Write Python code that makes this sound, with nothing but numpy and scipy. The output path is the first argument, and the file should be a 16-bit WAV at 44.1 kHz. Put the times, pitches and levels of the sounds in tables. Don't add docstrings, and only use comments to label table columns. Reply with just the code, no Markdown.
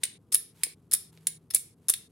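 import sys
import numpy as np
from scipy import signal
from scipy.fft import rfft, irfft
from scipy.io import wavfile

SR = 44100
rng = np.random.default_rng(int(sys.argv[2]) if len(sys.argv) > 2 else 0)


def log_audio(samples):
    frames = np.atleast_2d(samples).T
    limited = np.clip(frames, -1, 1)
    pcm = np.round(limited * 32767).astype(np.int16)
    wavfile.write(sys.argv[1], SR, pcm)


N = 93271
LEFT_RIGHT_GAIN = np.array([[1.06], [.94]])
OPPOSITE = np.array([[1], [-1]])


def undb(db):
    return 10 ** (np.asarray(db) / 20)


def unit(x):
    return x / np.sqrt(np.mean(x ** 2))


def coloured(spectrum):
    hz, db = np.array(spectrum).T
    log_f = np.log(np.arange(N // 2 + 1) * SR / N + 1)
    gain = undb(np.interp(log_f, np.log(hz), db))
    return unit(irfft(rfft(rng.standard_normal(N)) * gain, N))


def curve(points):
    t, db = np.array(points).T
    return undb(np.interp(np.arange(N) / SR, t, db))


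def slow_noise(cutoff_hz):
    return unit(signal.lfilter(*signal.butter(1, cutoff_hz, fs=SR), rng.standard_normal(N)))


# f/Hz, level/dB (per Hz)
RUMBLE_SPECTRUM = [(15, -45.5), (25, -34.5), (92, -3.5), (166, -4.5), (373, -11.5), (451, -11.5),
                   (575, -25), (714, -24), (887, -28.5), (1070, -28.5), (1290, -30), (1790, -42.5),
                   (7920, -67), (9840, -52.5), (16000, -68)]
RUMBLE_DB, RUMBLE_SIDE_DB = -62, -18


def rumble():
    centre = coloured(RUMBLE_SPECTRUM) * LEFT_RIGHT_GAIN
    side = undb(RUMBLE_SIDE_DB) * coloured(RUMBLE_SPECTRUM) * OPPOSITE
    return undb(RUMBLE_DB) * (centre + side)


# t/s, level/dB (rms)
HUM_LEVEL = [(0, -73.5), (1.05, -68), (1.13, -58), (1.375, -58.5), (1.39, -68.5), (2.11, -73.5)]
HUM_HZ, HUM_WAVER_HZ = 161.8, 1.8


def hum():
    pitch = HUM_HZ + HUM_WAVER_HZ * slow_noise(6)
    phase = 2 * np.pi * np.cumsum(pitch) / SR
    return np.sqrt(2) * np.sin(phase) * curve(HUM_LEVEL) * LEFT_RIGHT_GAIN


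DRONE_HZ, DRONE_WIDTH_HZ, DRONE_DB = 123, 3.3, -71.5


def drone():
    edges = [DRONE_HZ - DRONE_WIDTH_HZ / 2, DRONE_HZ + DRONE_WIDTH_HZ / 2]
    band = signal.lfilter(*signal.butter(1, edges, "band", fs=SR), rng.standard_normal(N))
    return unit(band) * undb(DRONE_DB) * LEFT_RIGHT_GAIN


# f/Hz, level/dB (per Hz)
RUSTLE_SPECTRUM = [(530, -41), (900, 2), (1130, -5.5), (1620, -6), (3190, -5.5), (5820, -10), (11400, -4.5),
                   (15100, -20), (16000, -20)]
# t/s, level/dB
RUSTLE_LEVEL = [(0, -79.5), (.03, -59), (.18, -85.5), (.52, -81), (.55, -70), (.62, -62.5), (.75, -81.5),
                (1.11, -86), (1.13, -68.5), (1.17, -69), (1.25, -72.5), (1.38, -81), (1.75, -89.5),
                (1.77, -82), (1.87, -74), (2.08, -82.5), (2.11, -74)]
RUSTLE_GRAIN_DB, RUSTLE_GRAIN_HZ = 2.5, 60


def rustle():
    wide = coloured(RUSTLE_SPECTRUM) + .4 * coloured(RUSTLE_SPECTRUM) * OPPOSITE
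    grain = undb(RUSTLE_GRAIN_DB * slow_noise(RUSTLE_GRAIN_HZ))
    return wide * curve(RUSTLE_LEVEL) * grain


CLUMP_DB, CLUMP_MS = 4, 0.37
RISE_MS = 0.53


def chatter(length_ms, size=1400):
    t_ms = 1e3 * np.arange(size) / SR
    smoothing = np.exp(-1e3 / SR / CLUMP_MS)
    clumps = signal.lfilter([1], [1, -smoothing], rng.standard_normal(size))
    fall_db = -11 * (t_ms / length_ms) ** 4.3
    shape = undb(CLUMP_DB * unit(clumps) + fall_db) * np.minimum(t_ms / RISE_MS, 1)
    burst = rng.standard_normal(size) * shape
    for _ in range(3):
        tones = rfft(burst)
        even = signal.hilbert(irfft(tones / np.abs(tones), size))
        burst = shape * np.real(even / np.abs(even))
    return burst / np.sqrt(np.sum(burst ** 2))


GRIP_DB, GRIP_DETUNE = 3.36, 0.0086


def ring(modes, size=2600):
    t = np.arange(size) / SR
    grip = rng.standard_normal((len(modes), 2))
    body = np.zeros(size)
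    for (hz, db, decay_ms), (louder, sharper) in zip(modes, grip):
        envelope = undb(db + GRIP_DB * louder - 49 * 1e3 * t / decay_ms)
        body += envelope * np.sin(2 * np.pi * hz * (1 + GRIP_DETUNE * sharper) * t)
    return body


# f/Hz, level/dB (relative), decay/ms (time to fall 49 dB)
FRAME_MODES = [(2344, -3.5, 5.5), (2780, -3.5, 2.6), (3696, 10, 3.84), (4274, -0.5, 8.8)]
LATCH_MODES = [(1372, -16, 10), (1832, -7.5, 7.2), (5292, -1, 11), (5185, 7, 2.2), (6330, -3.5, 10)]
HOOK_MODES = [(7500, -10, 9.8), (8180, -5.5, 9.1), (8754, 1, 15), (9620, 5, 4.9)]
PLATE_MODES = [(9850, -4.5, 4), (10430, 9.5, 10), (10780, 5, 10), (11330, -6, 4.9), (11520, -3.5, 4.8),
               (13260, -12, 1.4)]
THUD_MODES = [(378, 2.5, 15), (468, 4.5, 24), (610, -4, 21)]
PART_LOW_CUT = [1700, 1100, 5000, 6000, 280]
PART_SIDE = [-6.5, -3, -8, -18, -16]
PART_LEAN = [0.033, 0.09, 0.027, 0.033, 0.34]
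CRACK_DB, CRACK_HZ = -10.5, 5800


def contact(length_ms, *parts_db):
    centre, side = np.zeros((2, 3999))
    side_push = chatter(length_ms)
    parts = (FRAME_MODES, LATCH_MODES, HOOK_MODES, PLATE_MODES, THUD_MODES)
    for modes, db, low_hz, side_db, lean in zip(parts, parts_db, PART_LOW_CUT, PART_SIDE, PART_LEAN):
        push = chatter(length_ms)
        body = signal.sosfilt(signal.butter(5, low_hz, "high", fs=SR, output="sos"), ring(modes))

        def rung(burst, level_db):
            sound = signal.fftconvolve(burst, body)
            return undb(level_db) * sound * 20 / np.sqrt(np.sum(sound ** 2))

        part = rung(push, db)
        centre += part
        side += lean * part + rung(side_push, db + side_db)
    crack = signal.lfilter(*signal.butter(4, CRACK_HZ, "high", fs=SR), push)
    centre[:len(crack)] += 20 * undb(parts_db[2] + CRACK_DB) * crack
    return np.array([centre + side, centre - side])


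ROOM_T60_S, ROOM_TREBLE_T60_S, ROOM_TOP_T60_S = 0.41, 0.26, 0.22
NEAR_T60_S = .04
ROOM_DB, NEAR_DB = -11, -7.5
ROOM_ALIKE, ROOM_LOW_HZ = 0.31, 970


def room(size=18000):
    t = np.arange(size) / SR
    mid, side = rng.standard_normal((2, size))
    noise = np.sqrt(1 + ROOM_ALIKE) * mid + np.sqrt(1 - ROOM_ALIKE) * side * OPPOSITE
    low = signal.sosfiltfilt(signal.butter(2, 6000, fs=SR, output="sos"), noise)
    below_top = signal.sosfiltfilt(signal.butter(2, 12000, fs=SR, output="sos"), noise)
    tail = low * undb(-60 * t / ROOM_T60_S)
    tail += (below_top - low) * undb(-60 * t / ROOM_TREBLE_T60_S)
    tail += (noise - below_top) * undb(-60 * t / ROOM_TOP_T60_S)
    tail = undb(ROOM_DB) * tail / np.sqrt(np.sum(tail ** 2) / 2)
    near = noise * undb(-60 * t / NEAR_T60_S)
    near = undb(NEAR_DB) * near / np.sqrt(np.sum(near ** 2) / 2)
    echoes = (tail + near) * np.minimum(t / 0.006, 1)
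    response = signal.lfilter(*signal.butter(2, ROOM_LOW_HZ, "high", fs=SR), echoes)
    response[:, 0] = 1
    return response


# t/s, chatter length/ms, frame level/dB, latch level/dB, hook level/dB,
# magnet plate level/dB, hand thud level/dB, balance/dB (left minus right, on top of the lean)
CONTACT_TABLE = [(0.0336, 5.7, -30.5, -43, -25, -49, -60.5, 0.5),
                 (0.0357, 4.57, -40, -47, -30.5, -32, -57.5, -0.5),
                 (0.051, 5.1, -44, -60.5, -36.5, -42.5, -59, -5),
                 (0.3192, 7.3, -55.5, -52, -46.5, -43.5, -62.5, 1),
                 (0.3223, 15.6, -43, -38, -28.5, -31, -62.5, 0.5),
                 (0.3411, 9.7, -47.5, -33.5, -30, -26.5, -54, -1),
                 (0.3451, 3.3, -40, -65, -30.5, -14.5, -49.5, 0.5),
                 (.35, 2.5, -44.5, -56, -45.5, -27, -60, 0.5),
                 (0.3539, 1.98, -37.5, -44.5, -31, -35.5, -64, 1),
                 (0.571, 3.5, -74, -84, -78.5, -82, -70, 0.5),
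                 (0.634, 1.11, -31.5, -46.5, -34, -27, -59, -1),
                 (0.6352, 3.63, -41, -36, -24, -30, -62.5, 2),
                 (0.665, 3.2, -53, -65.5, -59, -67, -52.5, -1),
                 (0.912, 6.4, -52, -48, -40, -36, -63.5, 5.5),
                 (0.9205, 2.14, -49.5, -42.5, -41.5, -34.5, -65, -4.5),
                 (0.9286, 5.9, -42.5, -60, -38.5, -28.5, -56, 2.5),
                 (0.9343, 2.7, -51.5, -36.5, -21.5, -21, -53.5, 2),
                 (0.938, 4.1, -37.5, -51.5, -50, -18.5, -52.5, 0.5),
                 (.946, 7.1, -44, -46, -33, -36.5, -73.5, -8.5),
                 (1.1741, 1.7, -60.5, -83.5, -85.5, -83.5, -64.5, -3),
                 (1.2691, 3.68, -36.5, -49, -22.5, -27, -56, 0.5),
                 (1.2729, 3.9, -45.5, -52.5, -39.5, -42.5, -67.5, 2.5),
                 (1.503, 9, -55.5, -55.5, -54.5, -45.5, -65, 0),
                 (1.5057, 7.2, -49.5, -45, -47, -40, -70, 2.5),
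                 (1.536, 10.5, -47, -48, -39, -42.5, -53, 0.5), (1.5463, 5, -38, -51, -21, -17, -49, -1),
                 (1.5588, 8.1, -42, -42, -33.5, -39, -68.5, -2),
                 (1.884, 3.9, -46, -38, -37.5, -24.5, -60.5, -1),
                 (1.8885, 3.7, -47, -37, -45, -27.5, -61, 6), (1.896, 4.3, -49, -37, -23.5, -21.5, -52, 1),
                 (1.8991, 3.9, -38, -52, -25.5, -22.5, -57, -3.5),
                 (1.9023, 4.4, -47, -49, -41, -46, -64, 2),
                 (1.9368, 4.94, -35.5, -43.5, -34.5, -30.5, -67, 1.5)]
TAIL_STOPS = [0.184, 0.532, 0.75, 1.116, 1.385, 1.751, 2.087]
STOP_FADE_MS = 13


def buckle():
    out = np.zeros((2, N))
    sounds = []
    for s, length_ms, *parts_db, balance_db in CONTACT_TABLE:
        balance = undb(balance_db / 2 * OPPOSITE)
        sounds.append((s, contact(length_ms, *parts_db) * balance))
    for start, end in zip([0] + TAIL_STOPS, TAIL_STOPS):
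        first, last = int(start * SR), int(end * SR)
        length = last - first
        clatter = np.zeros((2, length + 4000))
        for s, sound in sounds:
            if start <= s < end:
                at = int(s * SR) - first
                clatter[:, at:at + sound.shape[1]] += sound
        fade = np.clip(np.arange(length)[::-1] * 1e3 / SR / STOP_FADE_MS, 0, 1)
        out[:, first:last] = signal.fftconvolve(clatter, room(), axes=1)[:, :length] * fade
    return out


def scene():
    return rumble() + hum() + drone() + rustle() + buckle()


HEADROOM, TOP_HZ = 1.1, 15900


def record(dry):
    rounded = HEADROOM * np.tanh(dry / HEADROOM)
    return signal.sosfilt(signal.ellip(10, .2, 70, TOP_HZ, fs=SR, output="sos"), rounded)


dry = scene()
out = record(dry)
log_audio(out)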